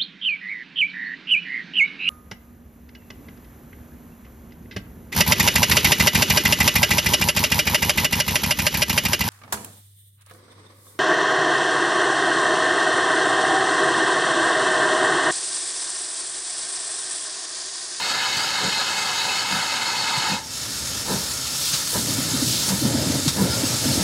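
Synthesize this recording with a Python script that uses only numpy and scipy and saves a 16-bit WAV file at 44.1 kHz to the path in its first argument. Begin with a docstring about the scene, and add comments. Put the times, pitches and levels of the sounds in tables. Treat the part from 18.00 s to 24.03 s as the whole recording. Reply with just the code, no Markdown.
"""A steam jet roars up a locomotive's chimney, ringing it like a pipe, until its valve is shut.
The open cylinder cocks hiss, spit and briefly whistle; pistons knock at the ends of their strokes.
Soft exhaust beats quicken, each a rush in the chimney and a thump in the smokebox. The fire's low,
gulping rumble grows as the engine draws its goods train slowly towards a platform."""
import sys
import numpy as np
from scipy import signal
from scipy.fft import rfft, irfft, next_fast_len
from scipy.io import wavfile
from scipy.ndimage import uniform_filter1d, map_coordinates

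SR = 44100
rng = np.random.default_rng(int(sys.argv[2]) if len(sys.argv) > 2 else 0)


def unload_audio(sound):
    """Save the sound as a 16-bit wav file, at the path given as the first command line argument."""
    columns = np.transpose(np.atleast_2d(sound))
    # keep every value between -1 and 1, then stretch to whole-number steps
    steps = np.round(np.clip(columns, -1, 1) * 32767)
    wavfile.write(sys.argv[1], SR, steps.astype(np.int16))


N = 265922


def amp(db):
    """Decibels to gain."""
    return 10 ** (np.asarray(db) / 20)


def unit(x):
    """Scale to rms 1."""
    return x / np.sqrt(np.mean(x ** 2) + 1e-20)


def clock():
    """Sample times in seconds."""
    return np.arange(N) / SR


def curve(rows):
    """Interpolate (seconds, value) rows to one value per sample."""
    return np.interp(clock(), *np.transpose(rows))


def wobble(rate_hz):
    """Smooth random curve, rate_hz knots a second."""
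    knots = rng.standard_normal(int(N * rate_hz / SR) + 4)
    return map_coordinates(knots, [clock() * rate_hz])


def filtered(x, response):
    """Apply a gain given as a function of Hz."""
    size = next_fast_len(N + 8192)
    return irfft(rfft(x, size) * response(np.fft.rfftfreq(size, 1 / SR)), size)[:N]


def noise(spectrum, lift_db=lambda hz: 0):
    """Noise of rms 1, shaped by (Hz, dB) rows plus a lift, rolled off at both ends."""
    knots_hz, knots_db = np.transpose(spectrum)

    def gain(hz):
        db = np.interp(np.log(hz + 1), np.log(knots_hz), knots_db) + lift_db(hz)
        rolloff = 1 + (knots_hz[0] / 2 / (hz + 1)) ** 2 + (hz / knots_hz[-1] / 2) ** 2
        return amp(db) / rolloff
    return unit(filtered(rng.standard_normal(N), gain))


def resonances(hz, modes):
    """Lift in dB from a table of resonances."""
    return sum(db / (1 + (2 * (hz - centre) / width) ** 2) for centre, width, db in modes)


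def patchy(x, depth_db):
    """Turbulence: neighbouring bands swell and fade independently."""
    bands = signal.stft(x, nperseg=512)[2]
    field = uniform_filter1d(rng.standard_normal(bands.shape), size=6, axis=0)
    field = unit(uniform_filter1d(field, size=12, axis=1))
    return unit(signal.istft(bands * amp(depth_db * field), nperseg=512)[1][:N])


def swell(peak_s, rise_s, fall_s):
    """Rounded rise to 1, then a dying tail."""
    t = clock() - peak_s
    return np.exp(1 - np.hypot(1, t / np.where(t < 0, rise_s, fall_s)))


def held(start_s, end_s, attack_s, release_s):
    """Rise to 1 by the start, hold to the end, then decay."""
    t = clock()
    return np.exp(np.minimum(t - start_s, 0) / attack_s - np.maximum(t - end_s, 0) / release_s)


def blip(peak_s, hz, rise_s, fall_s, sag):
    """Heavily damped resonance whose pitch sags through hz."""
    pitch_hz = hz * (1 - sag * np.tanh((clock() - peak_s) / fall_s / 2))
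    cycles = np.cumsum(pitch_hz) / SR + rng.random()
    return swell(peak_s, rise_s, fall_s) * np.sin(2 * np.pi * cycles)


SHUT_S, SHUT_DB_PER_S = 2.344, 230

def valve(late_s=0):
    """Jet gain: 1 while the valve is open, then a quick fall."""
    return amp(-SHUT_DB_PER_S * np.maximum(clock() - SHUT_S - late_s, 0))


# Jet roar. Each row: frequency in Hz, density in dB.
JET_SPECTRUM = [(100, -21), (180, -6), (330, -8), (560, -9.5), (690, -12.5), (740, 2.5), (1130, -9.5),
                (2400, -12.5), (3400, -7.5), (4300, 1.5), (5100, -1), (5900, -10), (8200, -7.5),
                (8700, -16), (11000, -18.5), (15500, -49)]
# Chimney pipe resonances. Each row: centre in Hz, width in Hz, lift in dB.
CHIMNEY_MODES = [(910, 99, 4.5), (998, 57, 8.5), (1273, 114, 11.5), (1460, 390, 11.5), (1674, 115, 11.5),
                 (1806, 73, 7.5), (2067, 81, 12.5), (2180, 132, 15.5), (2583, 163, 16), (2730, 72, 6),
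                 (2975, 76, 12.5), (3200, 340, 8.5), (3698, 39, 6), (3770, 160, 8.5), (4180, 200, 1.5),
                 (4380, 62, 8), (5390, 66, 0.5), (6640, 800, 8)]
# Lowest chimney resonance. Each row: frequency in Hz, density in dB.
HOLLOW_SPECTRUM = [(720, -35), (830, -9.5), (900, -1), (975, -9.5), (1070, -26)]
JET_DB, HOLLOW_DB, HOLLOW_GROWTH_DB, HOLLOW_GROWTH_S = -24, -38.5, 10, 0.6

def jet():
    """Steam blows the chimney like a wide pipe; its lowest tone builds to the shut-off and lingers."""
    roar = patchy(noise(JET_SPECTRUM, lambda hz: resonances(hz, CHIMNEY_MODES)), depth_db=1.47)
    roar_db = JET_DB + 0.15 * wobble(12.5) + 0.82 * wobble(70)
    hollow_db = HOLLOW_DB + HOLLOW_GROWTH_DB * np.exp(np.minimum(clock() - SHUT_S, 0) / HOLLOW_GROWTH_S)
    hollow = noise(HOLLOW_SPECTRUM) * amp(hollow_db)
    return roar * amp(roar_db) * valve() + hollow * valve(late_s=0.021)


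# Steam flow from the cocks. Each row: time in seconds, hiss level in dB.
COCK_FLOW = [(0, -34.5), (2.34, -34), (2.42, -37), (2.56, -29.5), (3.2, -27.5), (3.45, -28), (3.68, -26.5),
             (4.3, -25.5), (4.55, -27), (5.25, -26.5), (5.46, -29), (5.6, -25), (6.03, -24.5)]
# Hiss and the fizz above it. Each row: frequency in Hz, density in dB.
HISS_SPECTRUM = [(500, -17), (900, -11.5), (1400, -6.5), (1700, -9), (2400, -11), (3000, -8), (4200, -4),
                 (5200, -1.5), (5900, -6.5), (7000, -4), (8200, -7), (8800, -11), (11000, -11),
                 (15700, -29)]
FIZZ_SPECTRUM = [(5500, -7.5), (8000, -2.5), (9800, -2), (11000, -4.5), (13000, -8), (15700, -12.5)]
# Drain pipe resonances. Each row: centre in Hz, width in Hz, lift in dB.
DRAIN_MODES = [(3660, 65, 6), (4490, 360, 2), (5470, 150, -1.5), (5460, 320, 5), (6400, 330, 4.5),
               (8450, 400, 1)]
# Spurts at peak cylinder pressure. 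Each row: peak in seconds, fizz lift in dB, rise and fall in seconds.
PRESSURE_SPURTS = [(.38, 7, .04), (1.22, 7, 0.049), (1.55, 10, .035), (2.3, 7, .025), (2.595, 1, 0.036),
                   (3.142, 5, .06), (3.945, 4.5, 0.036), (4.693, 7, 0.033), (5.42, 6, 0.02)]
SLACK_DB, SLACK_LEAD_S, SLACK_S = -2, 0.099, 0.0087  # the valve crosses over before each spurt
FIZZ_DB, FIZZ_AT_HISS_DB, FIZZ_DB_PER_HISS_DB = -33, -25.5, 1.53

def cylinder_cocks():
    """Wet steam sputters from under the cylinders, brighter in strong flow and in each spurt."""
    slack = sum(swell(s - SLACK_LEAD_S, SLACK_S, SLACK_S) for s, _, _ in PRESSURE_SPURTS)
    hiss_db = curve(COCK_FLOW) + SLACK_DB * slack
    spurt_db = sum(db * swell(s, width, width) for s, db, width in PRESSURE_SPURTS)
    facing_db = 4 * swell(peak_s=4.2, rise_s=0.36, fall_s=0.36)  # fizz beamed at the listener
    fizz_db = FIZZ_DB + FIZZ_DB_PER_HISS_DB * (hiss_db - FIZZ_AT_HISS_DB) + spurt_db + facing_db
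    steam = noise(HISS_SPECTRUM, lambda hz: resonances(hz, DRAIN_MODES) + ground_bounce(hz))
    hiss = patchy(steam, depth_db=1.28) * amp(hiss_db)
    fizz = patchy(noise(FIZZ_SPECTRUM), depth_db=1.1) * amp(fizz_db + 1.15 * wobble(8.7))
    sputter_db = 0.4 * wobble(25) + 0.64 * wobble(140)
    return (hiss + fizz) * amp(sputter_db)


def ground_bounce(hz, spacing_hz=443.0, depth_db=4.0, fade_hz=2450):
    """Comb in dB from the ground reflection; rough ballast blurs it in the treble."""
    return depth_db * np.cos(2 * np.pi * hz / spacing_hz) * np.exp(-hz / fade_hz)


# Fire rumble and draught. Each row: frequency in Hz, density in dB.
RUMBLE_SPECTRUM = [(25, -40), (50, -40), (75, -6), (120, 4), (190, -3), (290, -0.5), (390, -13), (800, -37)]
DRAUGHT_SPECTRUM = [(250, -18), (400, -2.5), (560, 4.5), (660, 0), (790, -8.5), (900, -2.5), (1100, -17.5),
                    (1400, -10), (2500, -15.5)]
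# Drumming in the fire. Each row: start in seconds, end in seconds, rumble in dB, draught in dB.
DRUM_SPELLS = [(4.03, 4.52, -30, -40.5), (4.85, 5.12, -24.5, -32.5), (5.459, 5.735, -29, -35.5),
               (5.874, 6.03, -25.5, -35)]
RUMBLE_DB, DRAUGHT_DB, JET_DRAUGHT_DB, NEARING_DB_PER_S = -51, -56.5, -43.5, 2.5

def fire():
    """The fire rumbles, drums and flutters, louder as it nears; the jet pulls extra air through it."""
    nearing_db = NEARING_DB_PER_S * clock()
    flutter = wobble(30)
    spells = np.array([held(start, end, attack_s=0.02, release_s=0.12) for start, end, *_ in DRUM_SPELLS])
    drum_rumble, drum_draught = amp(np.transpose(DRUM_SPELLS)[2:]) @ spells
    rumble_gain = np.hypot(amp(RUMBLE_DB + nearing_db), drum_rumble)
    draught_gain = np.hypot(amp(DRAUGHT_DB + nearing_db), drum_draught + amp(JET_DRAUGHT_DB) * valve())
    rumble = rumble_gain * noise(RUMBLE_SPECTRUM) * amp(0.62 * flutter)
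    draught = draught_gain * noise(DRAUGHT_SPECTRUM) * amp(1.9 * flutter)
    return rumble + draught


# Rolling loudness. Each row: time in seconds, level in dB.
ROLL_LEVELS = [(0, -56), (1.9, -61), (2.5, -46), (3.0, -37.5), (3.6, -45.5), (4.3, -43.5), (6.03, -38)]
# Rolling noise. Each row: frequency in Hz, density in dB.
ROLL_SPECTRUM = [(25, -27), (45, -24), (65, -6.5), (110, -12), (160, -15), (300, -17.5)]

def rolling():
    """The train's weight rumbles on the rails."""
    return noise(ROLL_SPECTRUM) * amp(curve(ROLL_LEVELS))


# Steam whistles, and in the last two rows a metallic clink. Each row: peak in seconds, pitch in Hz, level in
# dB, rise and fall in seconds.
SHORT_TONES = [(0.2, 1700, -29.5, 0.1), (.4, 4700, -28.5, 0.033), (0.8, 4200, -24, 0.027),
               (1.202, 3940, -26, .018), (1.3, 2560, -25.5, 0.018), (1.393, 4440, -24, 0.01),
               (1.99, 4410, -23.5, 0.016), (5.527, 5080, -24.5, .012), (5.536, 1405, -31, 0.023)]

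def whistles():
    """Steam catches on an edge and sings briefly at an unsteady pitch; at 5.53 s a metal part clinks in two
    short tones."""
    tones = np.zeros(N)
    for peak_s, hz, db, width_s in SHORT_TONES:
        pitch_hz = hz + 60 * wobble(400)
        tones += amp(db) * swell(peak_s, width_s, width_s) * np.sin(2 * np.pi * np.cumsum(pitch_hz) / SR)
    return tones


# Stroke ends. Each row: peak in seconds, knock in dB, spit in dB, spit rise in seconds.
STROKE_ENDS = [(.372, -30.5, -29, .003), (2.18, -23.5, -26, .003), (3.741, -23, -20, 0.0074),
               (4.69, -30, -22, 0.0052), (5.28, -12, -16.5, .001)]
# Spit from a cock. Each row: frequency in Hz, density in dB.
SPIT_SPECTRUM = [(300, -15), (1200, -2.5), (2300, -8), (3200, -1.5), (4800, 6.5), (6800, 1.5), (9000, -2.5),
                 (15500, -22)]

def pistons():
    """A piston ends its stroke with a dull knock, and its cock spits."""
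    knocks = sum(amp(db) * blip(s, hz=144.3, rise_s=0.003, fall_s=0.0047, sag=0.081)
                 for s, db, _, _ in STROKE_ENDS)
    spit_gain = sum(amp(db) * swell(s, rise_s, fall_s=0.011) for s, _, db, rise_s in STROKE_ENDS)
    return knocks + spit_gain * patchy(noise(SPIT_SPECTRUM), depth_db=1.5)


# Exhaust beats. Each row: peak in seconds, base thump level in dB, rush in dB, time scale in seconds.
EXHAUST_BEATS = [(0.669, -29.5, -33, 0.037), (1.547, -33, -46, 0.045), (2.333, -28.5, -37.5, 0.024),
                 (3.144, -25, -28, 0.043), (3.983, -23.5, -26.5, 0.024), (4.735, -23, -31.5, 0.038),
                 (5.423, -15.5, -28, 0.036), (6.02, -30, -51, 0.046)]
# Chimney rush and smokebox thump. Each row: frequency in Hz, density in dB.
RUSH_SPECTRUM = [(150, -17), (300, 5.5), (520, 6.5), (720, -2), (900, 2.5), (1300, -19.5), (1800, -12.5),
                 (2300, -35), (6000, -22), (12000, -50)]
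THUMP_SPECTRUM = [(50, -12), (110, 6.5), (200, 10.5), (310, 1), (410, -6.5), (520, -0.5), (900, -54)]
RUSH_LEAD_S, THUMP_TRIM_DB, BOOM_TRIM_DB = 0.028, -2, 0.5

def exhaust():
    """Each beat starts as a rush in the chimney and ends as a thump that makes the smokebox boom."""
    rush_gain, thump_gain, boom = np.zeros((3, N))
    for peak_s, thump_db, rush_db, scale_s in EXHAUST_BEATS:
        rush_gain += amp(rush_db) * swell(peak_s - RUSH_LEAD_S, 0.58 * scale_s, 0.99 * scale_s)
        thump_gain += amp(thump_db + THUMP_TRIM_DB) * swell(peak_s, 0.68 * scale_s, 0.7 * scale_s)
        ring = blip(peak_s, hz=190, rise_s=0.5 * scale_s, fall_s=0.5 * scale_s, sag=0.03)
        boom += amp(thump_db + BOOM_TRIM_DB) * ring
    rush = rush_gain * noise(RUSH_SPECTRUM, lambda hz: resonances(hz, CHIMNEY_MODES))
    return rush + thump_gain * noise(THUMP_SPECTRUM) + boom


# Wet steam gushes. Each row: peak in seconds, level in dB, rise and fall in seconds.
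STEAM_GUSHES = [(3.668, -26, 0.062), (3.778, -32, .016), (4.508, -25.5, .03), (4.61, -24.5, 0.051)]
# Gush noise. Each row: frequency in Hz, density in dB.
GUSH_SPECTRUM = [(1500, -40), (2500, -16), (3600, -6.5), (4500, -6.5), (6000, -7), (12000, -16.5)]

def gushes():
    """Wet steam gushes out ahead of the piston near the end of a stroke."""
    gain = sum(amp(db) * swell(s, width, width) for s, db, width in STEAM_GUSHES)
    return gain * noise(GUSH_SPECTRUM)


# Gulps in the rumble. Each row: peak in seconds, level in dB, pitch in Hz.
DRAUGHT_GULPS = [(4.189, -21, 270), (4.343, -18, 280), (4.428, -15, 270), (4.48, -19, 150),
                 (4.825, -15.5, 290), (4.854, -12.5, 240), (4.951, -12, 270), (5.104, -14.5, 270),
                 (5.265, -16.5, 280), (5.641, -16, 285), (5.863, -17, 260), (5.918, -17.5, 220),
                 (5.98, -18.5, 280)]

def gulps():
    """The fire's draught gulps in short, hollow, falling tones."""
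    return sum(amp(db) * blip(s, hz, rise_s=0.0035, fall_s=0.0051, sag=0.15)
               for s, db, hz in DRAUGHT_GULPS)


# Echoes off platform edge, fence and boiler. Each row: initial delay in seconds, gain in dB.
ECHO_PATHS = [(.0091, -25.5), (.0143, -17.5), (0.023, -24), (.038, -22)]

def echoes(x, highpass_hz=530, drift_per_s=0.00506):
    """Narrow surfaces reflect only short waves; the paths shift as the engine rolls on."""
    bright = filtered(x, lambda hz: hz / np.hypot(hz, highpass_hz))
    t = clock()
    stretch = 1 + drift_per_s * t
    return sum(amp(db) * map_coordinates(bright, [(t - delay_s * stretch) * SR], order=3)
               for delay_s, db in ECHO_PATHS)


def scene():
    """All sources lie in one direction, so both channels are alike."""
    engine = jet() + cylinder_cocks() + fire() + rolling()
    engine += whistles() + pistons() + exhaust() + gushes() + gulps()
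    heard = amp(-0.5) * (engine + echoes(engine))
    return np.array([heard, heard])


TOP_HZ = 15800

def record(dry):
    """Brick-wall low-pass on each channel."""
    return np.array([filtered(channel, lambda hz: hz < TOP_HZ) for channel in dry])


dry = scene()
out = record(dry)
unload_audio(out)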